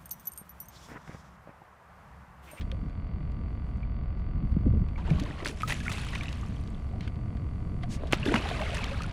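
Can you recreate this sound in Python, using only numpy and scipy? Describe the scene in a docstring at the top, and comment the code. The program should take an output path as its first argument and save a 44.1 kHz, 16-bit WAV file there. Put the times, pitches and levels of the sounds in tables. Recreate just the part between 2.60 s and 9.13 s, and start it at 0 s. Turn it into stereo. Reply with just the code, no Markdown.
"""Fish beside a kayak

A hooked fish thrashes, is lifted out dripping, and drops back into the sea with a slap and a gulp.
The water is ringing, rising bubbles and sharp cracks of noise; tackle clicks now and then.
Wind rumbles on the microphone and buffets its right side. Underneath lie a low sea wash and a faint
electronic buzz, like a fish finder's: fast ticks ringing a few resonances."""
import sys
import numpy as np
from scipy import signal
from scipy.fft import rfft, irfft, next_fast_len
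from scipy.io import wavfile
from scipy.ndimage import uniform_filter1d

SR = 44100
rng = np.random.default_rng(int(sys.argv[2]) if len(sys.argv) > 2 else 0)


def unload_wav(signal):
    """Save mono or channel-first audio to the path in sys.argv[1] as 16-bit WAV at rate SR, clipped to [-1, 1]."""
    wavfile.write(
        sys.argv[1],
        SR,
        np.round(np.clip(np.atleast_2d(signal).T, -1, 1) * 32767).astype(np.int16),
    )


N = 287867
TIME = np.arange(N) / SR

# a surge for each thrash, shower or plunge: start_s, level_db, hold_s, t60_s, brightness_db
SURGES = [(2.374, -53.5, 0.01, 0.5, -3.5), (2.448, -50.5, 0.27, 0.82, 1), (2.777, -49, 0.055, 0.079, -1),
          (2.852, -45.5, 0.04, 0.18, 12.5), (2.957, -54.5, 0.15, 0.14, 12), (3.075, -36, 0.02, 0.42, 10),
          (3.225, -48, 0.043, 0.18, 11), (3.286, -41.5, 0.046, 1.8, 7.5), (3.519, -47, 0.029, 1.37, 2.5),
          (5.368, -59, 0.14, 0.26, -0.5), (5.506, -47, 0.41, .3, 1.5), (5.647, -40, 0.14, 0.15, 3.5),
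          (5.7505, -34, 0.014, 0.08, 1), (5.807, -41.5, 0.4, 2.02, 2.3), (6.129, -46, 0.033, 0.16, 14)]
# tone of stirred water: freq_hz, level_db
WATER_SPECTRUM = [(150, -34), (250, 4), (436, -3), (484, -7.5), (566, -3.5), (674, -3.5), (845, -6),
                  (1080, -5), (1260, -6.5), (1380, -9.5), (2570, -8), (3710, -14.5), (9490, -26.5),
                  (13000, -42), (16000, -42)]
# hollow churning round the fish, and wavelets lapping the hull: start_s, level_db, length_s
CHURNS = [(2.472, -38, 0.073), (2.556, -47, 0.26), (2.769, -42, 0.22), (4.268, -52, 0.19),
          (5.367, -42, 0.15), (5.622, -34, 0.23), (5.863, -50, 0.17)]
# the biggest bubbles and gulps: start_s, level_db, pitch_hz, t60_s, rise_fraction
PLOPS = [(0.123, -42, 520, 0.12, 0.13), (0.6075, -48, 1900, 0.022, 0.87), (1.232, -42.5, 2320, 0.035, .05),
         (2.36, -41, 2250, 0.049, 0.018), (2.386, -34, 933, 0.076, 0.27), (2.478, -36, 910, .04, .1),
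         (2.505, -31.5, 2300, 0.015, .02), (2.509, -36.5, 612, 0.18, 0.046), (2.51, -16, 154, 0.15, 0.18),
         (2.563, -18, 162, 0.069, 0.26), (2.581, -36, 1100, 0.047, 0.18), (2.616, -26.5, 273, 0.1, 0.2),
         (2.625, -37, 644, 0.073, 0.22), (2.659, -38, 1900, .02, 0.66), (2.662, -34, 1020, .026, .1),
         (2.699, -32.5, 275, .099, 0.23), (2.71, -35.5, 1860, 0.022, .1), (2.803, -36, 1980, 0.021, 0.22),
         (2.825, -23.5, 303, 0.027, 0.37), (2.8667, -21.5, 4440, 0.0062, 0.066),
         (2.9125, -34.5, 2460, 0.016, 0.23), (3.0198, -22, 2390, 0.0079, .05),
         (3.033, -17.5, 1250, 0.049, 0.066), (3.122, -15.5, 1950, 0.016, .1), (3.14, -27, 2300, 0.0088, .1),
         (3.151, -35, 2900, .014, .35), (3.209, -37, 1670, 0.038, .1), (3.256, -31, 1870, 0.028, 0.06),
         (3.264, -32.5, 1400, 0.068, 0.33), (3.2811, -17, 1950, 0.0096, 1), (3.295, -30, 1256, 0.048, .1),
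         (3.349, -34, 2080, .02, .1), (3.468, -29, 1180, 0.012, .1), (3.487, -30, 2980, 0.016, 0.23),
         (3.537, -31, 1910, 0.059, 0.09), (3.553, -28.5, 1020, 0.023, 0.17),
         (3.557, -24, 2250, 0.011, 0.38), (3.61, -24.5, 2300, 0.013, .2), (3.623, -37, 3420, .018, 0.092),
         (3.657, -33, 2600, .014, .1), (3.683, -31, 2610, 0.015, 0.49), (3.832, -35.5, 1190, 0.031, 0.1),
         (3.964, -38, 3070, 0.015, 0.27), (4.147, -43, 3330, 0.0098, .2), (4.332, -41.5, 726, 0.087, 0.23),
         (5.237, -35.5, 697, 0.083, 0.14), (5.436, -19, 567, 0.018, 0.22), (5.63, -28, 2630, 0.03, .5),
         (5.6619, -18, 362, 0.04, 0.3), (5.674, -23, 3450, 0.019, 0.18), (5.679, -16, 278, 0.12, 0.19),
         (5.693, -24, 1480, 0.022, .05), (5.71, -18, 292, 0.029, .2), (5.72, -20.5, 430, 0.033, 0.3),
         (5.741, -14.5, 2010, 0.016, 0.18), (5.7404, -18.5, 1090, 0.034, .05),
         (5.756, -21.5, 1470, 0.023, .1), (5.744, -11.5, 211, 0.065, 0.4), (5.76, -21, 2830, 0.025, 0.12),
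         (5.779, -28, 2540, 0.033, 0.091), (5.838, -33, 2300, .02, .15), (5.857, -30, 776, 0.072, 0.3),
         (5.866, -45, 1570, .02, .1), (5.887, -36, 1810, .02, .1), (5.934, -35.5, 2200, .03, .5),
         (5.937, -39, 620, .05, 0.18), (5.963, -32, 598, 0.045, .15), (5.913, -25.5, 693, 0.043, 0.18),
         (5.992, -28, 970, 0.045, 0.16), (6.008, -27.5, 612, 0.12, 0.36), (6.02, -28, 790, 0.051, 0.19),
         (6.024, -30, 2640, 0.027, .15), (6.064, -29, 2090, .028, 0.27), (6.097, -31, 650, 0.045, .15),
         (6.135, -35, 2220, .016, .1), (6.136, -30, 595, 0.039, .2), (6.169, -23.5, 1750, 0.019, .1),
         (6.182, -22.5, 2580, 0.013, .15), (6.192, -35, 1000, 0.055, 0.18), (6.208, -33, 970, 0.028, .1),
         (6.217, -32, 2500, 0.016, .1), (6.234, -27.5, 2290, .03, .1), (6.274, -37, 1640, 0.042, 0.26),
         (6.312, -32.5, 2590, .022, .1), (6.315, -32, 547, 0.1, 0.15), (6.348, -36, 2140, .02, .2),
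         (6.389, -43, 1620, 0.019, .2), (6.406, -31, 1250, 0.032, 0.044), (6.442, -33, 1385, 0.031, 0.12)]
# water struck by tail, body or heavy drops: start_s, level_db, pitch_hz, t60_s
SLAPS = [(2.379, -29, 1290, .04), (2.502, -26.5, 3380, 0.021), (2.5976, -21.5, 3700, 0.024),
         (2.636, -26, 4230, .012), (2.8477, -19.5, 4500, 0.032), (2.858, -11, 1860, 0.014),
         (2.868, -16.5, 2200, 0.015), (2.8754, -13.5, 4100, 0.008), (2.885, -20, 5200, .012),
         (2.892, -23, 2650, 0.028), (3.004, -23, 2530, 0.0093), (3.0086, -21, 2000, 0.021),
         (3.019, -27, 5750, .008), (3.0328, -24, 4700, 0.0098), (3.076, -26, 6500, .016),
         (3.084, -32, 2900, .045), (3.098, -14.5, 2490, .016), (3.1048, -13, 2470, 0.05),
         (3.1224, -12.5, 2450, 0.025), (3.203, -21, 2900, 0.016), (3.2803, -28.5, 2300, 0.022),
         (3.297, -25, 6500, .03), (3.317, -18, 3200, 0.031), (3.324, -19.5, 6300, 0.033),
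         (3.3817, -19, 2680, 0.026), (3.412, -27, 3700, .016), (3.435, -24, 2680, 0.012),
         (3.4864, -25, 3180, 0.026), (3.551, -17.5, 2900, 0.034), (3.634, -24, 3520, 0.017),
         (3.656, -33, 3600, .012), (3.689, -24.5, 3750, 0.036), (3.7273, -23, 3820, .02),
         (4.075, -32, 3900, 0.016), (5.435, -28, 970, 0.03), (5.656, -16, 2700, 0.012),
         (5.6596, -24, 3700, 0.014), (5.673, -24, 3880, .02), (5.7406, -8, 1500, 0.039),
         (5.743, -19, 4200, 0.016), (5.756, -16, 1290, 0.04), (5.758, -16.5, 2900, 0.09),
         (5.889, -20, 3500, .016), (6.015, -20, 3300, 0.01), (6.151, -18, 4640, 0.015),
         (6.169, -20, 4500, 0.0087), (6.242, -13, 2930, 0.012), (6.42, -20.5, 3350, 0.011),
         (6.4342, -25, 5550, 0.011)]
# the falling fish's body shoving the water: pitch_hz, level_db, t60_s
SHOVE_MODES = [(343, -15.5, 0.019), (685, -4, 0.0041), (1530, -16, 0.0055)]
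# drips off the fish and the rod: start_s, level_db, pitch_hz
DRIPS = [(3.772, -37, 3020), (3.813, -38, 6400), (3.863, -37.5, 5370), (3.885, -42, 6300),
         (3.9615, -41, 5800), (4.012, -41, 9000), (4.038, -38.5, 4540), (4.0755, -46, 7800),
         (4.103, -41, 8100), (6.377, -36, 5230), (6.485, -50, 2705)]
# clicks of tackle and pliers: start_s, level_db, pitch_hz, t60_s
CLICKS = [(0.011, -34, 3270, 0.062), (0.1164, -28, 3170, 0.0076), (0.297, -46, 2400, .015),
          (0.472, -58, 5200, .012), (0.718, -51, 5530, .012), (1.172, -53, 6500, 0.01),
          (1.9223, -46, 1430, 0.017), (2.2852, -41.5, 2040, 0.042), (4.408, -30.5, 3180, 0.025),
          (4.477, -33, 2550, 0.023), (4.558, -40.5, 1560, 0.014), (4.77, -40.5, 2240, 0.02),
          (5.2338, -30.5, 1700, 0.042), (5.2373, -36.5, 2450, 0.024), (5.4715, -39, 4500, 0.077)]
# small metal parts ringing with every click: pitch_hz, relative_db, t60_s
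METAL_MODES = [(3230, -21, 0.031), (4400, -21, 0.031), (4900, -19, 0.0083)]
# sleeves and line brushing: start_s, level_db, length_s, low_hz, high_hz
BRUSHES = [(0.2, -78, 0.16, 900, 7000), (.85, -82, 0.13, 3000, 10000), (1.028, -79, 0.12, 3000, 10000),
           (1.556, -73.5, 0.074, 620, 6000), (1.82, -79, 0.16, 3000, 9900), (4.378, -53, 0.13, 620, 3970),
           (5.212, -53, 0.041, 620, 4000), (5.279, -46, 0.11, 1390, 7700)]
# strength and side of the wind: time_s, level_db, left_over_right_db
WIND_CURVE = [(0, -30, 2.5), (.22, -30.5, -2), (.36, -32.5, 2.5), (.65, -30, 0), (1.0, -31.5, 0),
              (1.34, -30, 2.5), (1.6, -29.5, -3), (1.8, -29, -2.5), (2.151, -26.5, -8), (2.35, -32, -3.5),
              (2.57, -26, -14), (2.74, -36, -9), (2.96, -34.5, -9), (3.12, -30, -6), (4.1, -30.5, -10),
              (5.7, -28, -3.5), (6.53, -30.5, 0)]
# tone of the wind rumble: freq_hz, level_db
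WIND_SPECTRUM = [(11, -18), (18, -1.5), (65, 2.5), (107, -8.5), (130, -10), (210, -15), (268, -22),
                 (301, -23), (366, -31), (424, -32), (608, -40.5), (716, -38), (900, -59), (1170, -42.5),
                 (1980, -120)]
# how alike the rumble is left and right: freq_hz, correlation
WIND_CORRELATION = [(20, 0.1), (60, 0.69), (150, 0.91), (300, 0.89), (900, 1)]
# buffets of wind on the right: start_s, level_db, length_s, high_hz
BUFFETS = [(.2, -31, 0.079, 228), (1.742, -24, 0.044, 251), (1.813, -24, 0.05, 272),
           (1.911, -22, 0.03, 208), (2.048, -20.5, 0.047, 620), (2.076, -18.5, 0.091, 154),
           (2.124, -24, 0.067, 500), (2.196, -21.5, 0.045, 294)]
# tone of a buffet, weaker for small eddies: freq_hz, level_db
EDDY_SPECTRUM = [(30, -15), (80, 6), (160, -2.5), (290, -5.5), (400, -12), (800, -23)]
# dull thumps in the gust: start_s, level_db, start_pitch_hz, t60_s
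THUMPS = [(1.9662, -1.5, 242, 0.04), (2.007, -8, 200, 0.031), (2.0635, -11, 343, 0.082),
          (2.138, -14, 450, 0.028), (2.169, -3.5, 128.6, 0.079)]
# resonances rung by each tick of the buzz: pitch_hz, level_db, t60_s
BUZZ_MODES = [(550.2, -59.5, 0.21), (719, -51.5, 0.063), (995, -64, 0.1), (1170, -43, 0.0046),
              (1152, -52, 0.018), (1498, -62, 0.053), (2034, -48.5, 0.0088), (2770, -52, 0.0046),
              (3366, -60, 0.016)]
# reflections of each tick along the hull: delay_s, level_db
HULL_ECHOES = [(.0034, -12), (0.0095, -7), (0.0146, -10), (.0182, -12.5)]
# thin whine high above the buzz: harmonic_number, level_db
WHINE_HARMONICS = [(102, -81.5), (104, -73), (105, -71), (108, -81)]
# tone of the sea wash: freq_hz, level_db
WASH_SPECTRUM = [(200, 1.5), (450, 5.5), (800, 0.5), (1300, -3.5), (1800, -9), (2300, -7), (3500, -19.5),
                 (4700, -20), (6000, -34.5), (10000, -49.5), (16000, -57.5)]
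# hiss of handling and far ripples: time_s, level_db
HISS_CURVE = [(0, -73.5), (.45, -83.5), (1.21, -80), (1.26, -88), (1.8, -85), (1.95, -83), (2.25, -81),
              (2.6, -68), (4.6, -75), (5.1, -73.5), (6.53, -71)]
# stereo width: time_s, width_fraction
WIDTH_CURVE = [(0, 0.45), (1.15, .62), (1.7, 0.78), (2.3, 0.93), (2.62, 0.12), (2.73, 0.0011),
               (5.85, 0.002), (6.53, 0.41)]
# bass cut that comes in as the image narrows: freq_hz, gain_db
MONO_BASS_EQ = [(20, -3), (35, -9.5), (60, -6.5), (110, 0)]
# tone of the top end, a dip near 12 kHz, a lift near 13.5 kHz, then a roll-off: freq_hz, gain_db
TREBLE_EQ = [(20, 1.5), (9000, -1.5), (10500, 1.5), (11800, -4.5), (13500, 6), (16000, -6)]

GURGLE_DB, FIZZ_DB, SPRAY_DB = 1.5, 0, -15  # relative to the surge
BUZZ_HZ, BUZZ_START_S = 43.428, .0076


def stirred_water():
    """The thrashing and the plunge stir up three layers of bubbles and foam: gurgle, fizz and spray."""
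    gurgle = swarm(396.5, 1784, per_s=520, cycles=38, spread_db=2.5, glide=0.756)
    fizz = swarm(1377, 4600, per_s=1500, cycles=18.3, spread_db=4.5, glide=0.48)
    spray = swarm(4770, 16400, per_s=900, cycles=25, spread_db=11.5, glide=0.5)
    foam = colour(rng.standard_normal(N), WATER_SPECTRUM)
    flutter = clumps()
    gurgle = unit_rms(gurgle) + amp(-17) * unit_rms(band(foam, 340, 1230))
    fizz = flutter * (unit_rms(fizz) + amp(-5.5) * unit_rms(band(foam, 2260, 7000)))
    spray = flutter * (unit_rms(spray) + unit_rms(band(foam, 5050, 12400)))
    layers = [(GURGLE_DB, -1, gurgle), (FIZZ_DB, 0, fizz), (SPRAY_DB, 1, spray)]
    return sum(amp(db) * surge_envelope(tilt) * steadied(layer, 0.027) for db, tilt, layer in layers)


def surge_envelope(tilt, attack_s=0.0058, lag_s=0.0017):
    """Surges rise, hold and die; tilt runs from -1 (gurgle, a touch early) to 1 (spray, a touch late)."""
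    power = np.zeros(N)
    for s, db, hold, t60, bright_db in SURGES:
        t = TIME - s - tilt * lag_s
        decay_db = 60 * np.maximum(t - hold, 0) / t60
        power += (np.clip(t / attack_s, 0, 1) * amp(db + tilt * bright_db - decay_db)) ** 2
    return np.sqrt(power)


def clumps(depth_db=2, clump_s=0.0079):
    """Thrown water lands in clumps: a quick random flutter in level."""
    knots = np.arange(0, N / SR + clump_s, clump_s)
    jitter = np.clip(rng.standard_normal(len(knots)), -2, 1.3)
    return unit_rms(amp(depth_db * np.interp(TIME, knots, jitter)))


def bubble(hz, t60, rise, start_cycles):
    """An air bubble swings up fast and dies away, its pitch rising as it nears the surface."""
    t = np.arange(int(t60 * SR) + 8) / SR
    swell = 1 - np.exp(-t * hz / start_cycles)
    return swell * amp(-60 * t / t60) * np.sin(2 * np.pi * hz * t * (1 + rise * t / (2 * t60)))


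def swarm(lo_hz, hi_hz, per_s, cycles, spread_db, glide, count=48):
    """A cloud of bubbles on `count` pitches, born at random times with random strengths."""
    out = np.zeros(N)
    for hz in np.geomspace(lo_hz, hi_hz, count):
        length, rise = rng.random(2)
        grain = bubble(hz, cycles * (0.79 + 1.87 * length) / hz, glide * rise, start_cycles=0.23)
        grain *= np.sqrt(hz / np.sum(grain ** 2))
        births = np.random.default_rng(rng.integers(2 ** 31)).random((int(per_s * N / SR / count), 2))
        for when, strength in births:
            add(out, when * N / SR, grain * amp(-spread_db * np.log(strength + 0.015)))
    return colour(out, WATER_SPECTRUM)


def churning():
    """Big, hollow bubbles crowd together where the fish pushes air under or wavelets lap the hull."""
    level = np.zeros(N)
    for s, db, length in CHURNS:
        add(level, s, amp(db) * np.hanning(int(length * SR)))
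    crowd = swarm(221, 752, per_s=260, cycles=10, spread_db=1.0, glide=0.55, count=20)
    return level * steadied(band(crowd, 270, 730), 0.044)


def plops(wobble_depth=0.61, wobble_cycles=6.4):
    """Big single bubbles glide upward, wobbling in level as they change shape."""
    out = np.zeros(N)
    for (s, db, hz, t60, rise), knots in zip(PLOPS, rng.uniform(-0.99, 1, (len(PLOPS), 40))):
        tone = bubble(hz, t60, rise, start_cycles=0.33)
        cycles = np.arange(len(tone)) / SR * hz
        wobble = np.interp(cycles / wobble_cycles, np.arange(len(knots)), knots)
        add(out, s, amp(db) * tone * (1 + wobble_depth * wobble))
    return out


def slaps(pocket_db=-4.5, pocket_cycles=10, mist_db=-35):
    """Each slap cracks, pops a pocket of air and throws a little mist."""
    out = np.zeros(N)
    for s, db, hz, t60 in SLAPS:
        add(out, s, amp(db - 9.5) * crack(0.33 * hz, 1.31 * hz, t60, attack_s=.0004))
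        add(out, s, amp(db + pocket_db) * bubble(hz, pocket_cycles / hz, rise=0.086, start_cycles=0.55))
        add(out, s, amp(db + mist_db) * crack(4520, 10000, t60=0.018, attack_s=0.0016))
    return out


def belly_flop():
    """The dropped fish meets the surface with a snap, then its whole flank smacks and shoves the water."""
    out = np.zeros(N)
    add(out, 5.5248, amp(-16.0) * crack(680, 2700, t60=0.041))
    add(out, 5.5248, amp(-20.5) * crack(3000, 10500, t60=0.0034))
    add(out, 5.5318, amp(-2) * bubble(2510, t60=0.005, rise=0.084, start_cycles=0.61))  # trapped air
    add(out, 5.5325, amp(-13.0) * crack(980, 3320, t60=0.0094))  # flank
    add(out, 5.533, amp(-22.5) * crack(600, 4000, t60=0.079))  # thrown water
    for hz, db, t60 in SHOVE_MODES:
        add(out, 5.5331, amp(db) * ring(hz, t60))
    return out


def falling_drops(level_db=-22.5, airtime_s=0.22):
    """Thrown water patters back down as soft ticks, trailing each surge."""
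    pole = np.exp(-1 / (airtime_s * SR))
    trail = np.sqrt(signal.lfilter([1 - pole], [1, -pole], surge_envelope(tilt=0.68) ** 2))
    ticks = swarm(3050, 12200, per_s=200, cycles=20, spread_db=-1, glide=0.29, count=24)
    return amp(level_db) * trail * unit_rms(ticks)


def drips(ring_db=-5, ring_cycles=35):
    """Each drip ticks on the surface and rings a tiny bubble."""
    out = np.zeros(N)
    for s, db, hz in DRIPS:
        add(out, s, amp(db - 12.5) * crack(2200, 9600, t60=0.0094, attack_s=.0003))
        add(out, s, amp(db + ring_db) * bubble(hz, ring_cycles / hz, rise=.08, start_cycles=1))
    return out


def tackle():
    """Small hard clicks with a brief metal ring, and soft brushes of sleeve and line."""
    out = np.zeros(N)
    for s, db, hz, t60 in CLICKS:
        add(out, s, amp(db - 2) * crack(.5 * hz, 1.17 * hz, t60))
        add(out, s, amp(db - 7) * crack(3220, 4760, t60=0.0023))
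        add(out, s, amp(db - 17) * ring(hz, t60))
        for metal_hz, metal_db, metal_t60 in METAL_MODES:
            add(out, s, amp(db + metal_db) * ring(metal_hz, metal_t60))
    for s, db, length, lo_hz, hi_hz in BRUSHES:
        size = int(length * SR)
        brush = unit_rms(band(rng.standard_normal(size), lo_hz, hi_hz, order=3))
        add(out, s, amp(db) * brush * np.hanning(size))
    return out


def wind():
    """Rumble partly shared by the two microphone ports, and buffets that strike only the right one."""
    left, independent = rfft(rng.standard_normal((2, N)), next_fast_len(N, True))
    shared = np.clip(curve_at(WIND_CORRELATION, np.linspace(0, SR / 2, len(left))), 0, 1)
    right = shared * left + np.sqrt(1 - shared ** 2) * independent
    rumble = colour(irfft(np.array([left, right]))[:, :N], WIND_SPECTRUM)
    s, db, pan_db = np.transpose(WIND_CURVE)
    sides = np.array([[.5], [-.5]])
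    out = steadied(rumble, 0.11) * amp(np.interp(TIME, s, db) + sides * np.interp(TIME, s, pan_db))
    for s, db, length, hi_hz in BUFFETS:
        size = int(length * SR)
        eddy = colour(rng.standard_normal(size + 4096), EDDY_SPECTRUM)
        buffet = band(eddy, 45, hi_hz, order=4)[-size:] * signal.windows.tukey(size, .6)
        add(out[1], s, amp(db) * unit_rms(buffet))
    return out


def wind_thumps(half_pitch_s=0.018):
    """Sudden pushes of air on the right port: a few swings that sag in pitch as they die."""
    out = np.zeros((2, N))
    for s, db, hz, t60 in THUMPS:
        t = np.arange(int(t60 * SR)) / SR
        cycles = hz * half_pitch_s * np.log(1 + t / half_pitch_s)
        swell = 1 - np.exp(-cycles / 0.65)
        add(out[1], s, amp(db - 60 * t / t60) * swell * np.sin(2 * np.pi * cycles))
    return out


def electronic_buzz(whine_noise_db=-80.5):
    """A steady train of tiny ticks rings a few resonances and echoes along the hull, under a thin whine."""
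    ticks, out = np.zeros(N), np.zeros(N)
    tick_times = np.arange(BUZZ_START_S, (N - 1) / SR, 1 / BUZZ_HZ)
    ticks[np.round(tick_times * SR).astype(int)] = 1
    for hz, db, t60 in BUZZ_MODES:
        out += amp(db) * signal.oaconvolve(ticks, ring(hz, t60))[:N]
    dulled = band(out, 440, 2700)
    for delay, db in HULL_ECHOES:
        add(out, delay, amp(db) * dulled)
    out = band(out, 423, 3280, order=6)
    for harmonic, db in WHINE_HARMONICS:
        out += amp(db) * np.cos(2 * np.pi * harmonic * BUZZ_HZ * (TIME - BUZZ_START_S))
    out += amp(whine_noise_db) * unit_rms(band(rng.standard_normal(N), 4400, 4710, order=3))
    return np.array([amp(0.15) * np.roll(out, 3), amp(1.3) * out])  # it reaches the right port first


def sea_wash(wash_db=-57, side_db=-7):
    """A low bed of open water, topped by a thin hiss of handling and far ripples."""
    wash, hiss = rng.standard_normal((2, 2, N))
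    wash = amp(wash_db) * unit_rms(colour(wash, WASH_SPECTRUM))
    hiss = amp(np.interp(TIME, *np.transpose(HISS_CURVE))) * unit_rms(band(hiss, 2400, 9660, order=3))
    mid, side = wash + hiss
    return mid + amp(side_db) * np.array([side, -side])


def crack(lo_hz, hi_hz, t60, attack_s=.000067):
    """A sharp burst of noise, peaking at one."""
    t = np.arange(int(2 * t60 * SR) + 256) / SR
    noise = steadied(band(rng.standard_normal(len(t)), lo_hz, hi_hz), 0.033)
    burst = noise * amp(-60 * t / t60) * (1 - np.exp(-t / attack_s))
    return burst / abs(burst).max()


def ring(hz, t60):
    """A dying sine."""
    t = np.arange(int(t60 * SR) + 8) / SR
    return amp(-60 * t / t60) * np.sin(2 * np.pi * hz * t)


def amp(db):
    """Decibels to gain."""
    return 10 ** (np.asarray(db) / 20)


def unit_rms(x):
    """Scales to an rms of one."""
    return x / np.sqrt(np.mean(x ** 2) + 1e-20)


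def curve_at(points, hz):
    """Reads a curve on a log-frequency axis."""
    freqs, values = np.transpose(points)
    return np.interp(np.log(hz + 1), np.log(freqs + 1), values)


def colour(x, points):
    """Applies an EQ curve."""
    size = next_fast_len(x.shape[-1] + 2048)
    gain = amp(curve_at(points, np.fft.rfftfreq(size, 1 / SR)))
    return irfft(rfft(x, size) * gain, size)[..., :x.shape[-1]]


def band(x, lo_hz, hi_hz, order=2):
    """Causal band-pass."""
    sos = signal.butter(order, [lo_hz, min(hi_hz, SR / 2 - 500)], "band", fs=SR, output="sos")
    return signal.sosfilt(sos, x)


def steadied(x, seconds):
    """Levels out swells slower than the given time."""
    power = abs(uniform_filter1d(x ** 2, max(int(seconds * SR), 8)))
    return x / np.sqrt(power + 1e-4 * np.mean(x ** 2))


def add(mix, s, sound):
    """Mixes a sound in at s seconds."""
    part = mix[..., max(round(s * SR), 0):][..., :sound.shape[-1]]
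    part += sound[..., :part.shape[-1]]


def scene():
    """Water and tackle sit in the centre; wind, buzz and sea wash are in stereo."""
    water = stirred_water() + churning() + plops() + slaps() + falling_drops() + drips() + belly_flop()
    return wind() + wind_thumps() + water + tackle() + electronic_buzz() + sea_wash()


def record(dry, cutoff_hz=15900):
    """The image folds to mono after the gusts and partly reopens at the end; treble EQ and low-pass."""
    width = np.clip(np.interp(TIME, *np.transpose(WIDTH_CURVE)), 0, 1)
    mid, side = dry.mean(0), (dry[0] - dry[1]) / 2 * width
    mid = width * mid + (1 - width) * colour(mid, MONO_BASS_EQ)
    heard = colour(np.array([mid + side, mid - side]), TREBLE_EQ)
    low_pass = signal.firwin(511, cutoff_hz, window=("kaiser", 9), fs=SR)
    return signal.oaconvolve(heard, low_pass[None], "same")


dry = scene()
out = record(dry)
unload_wav(out)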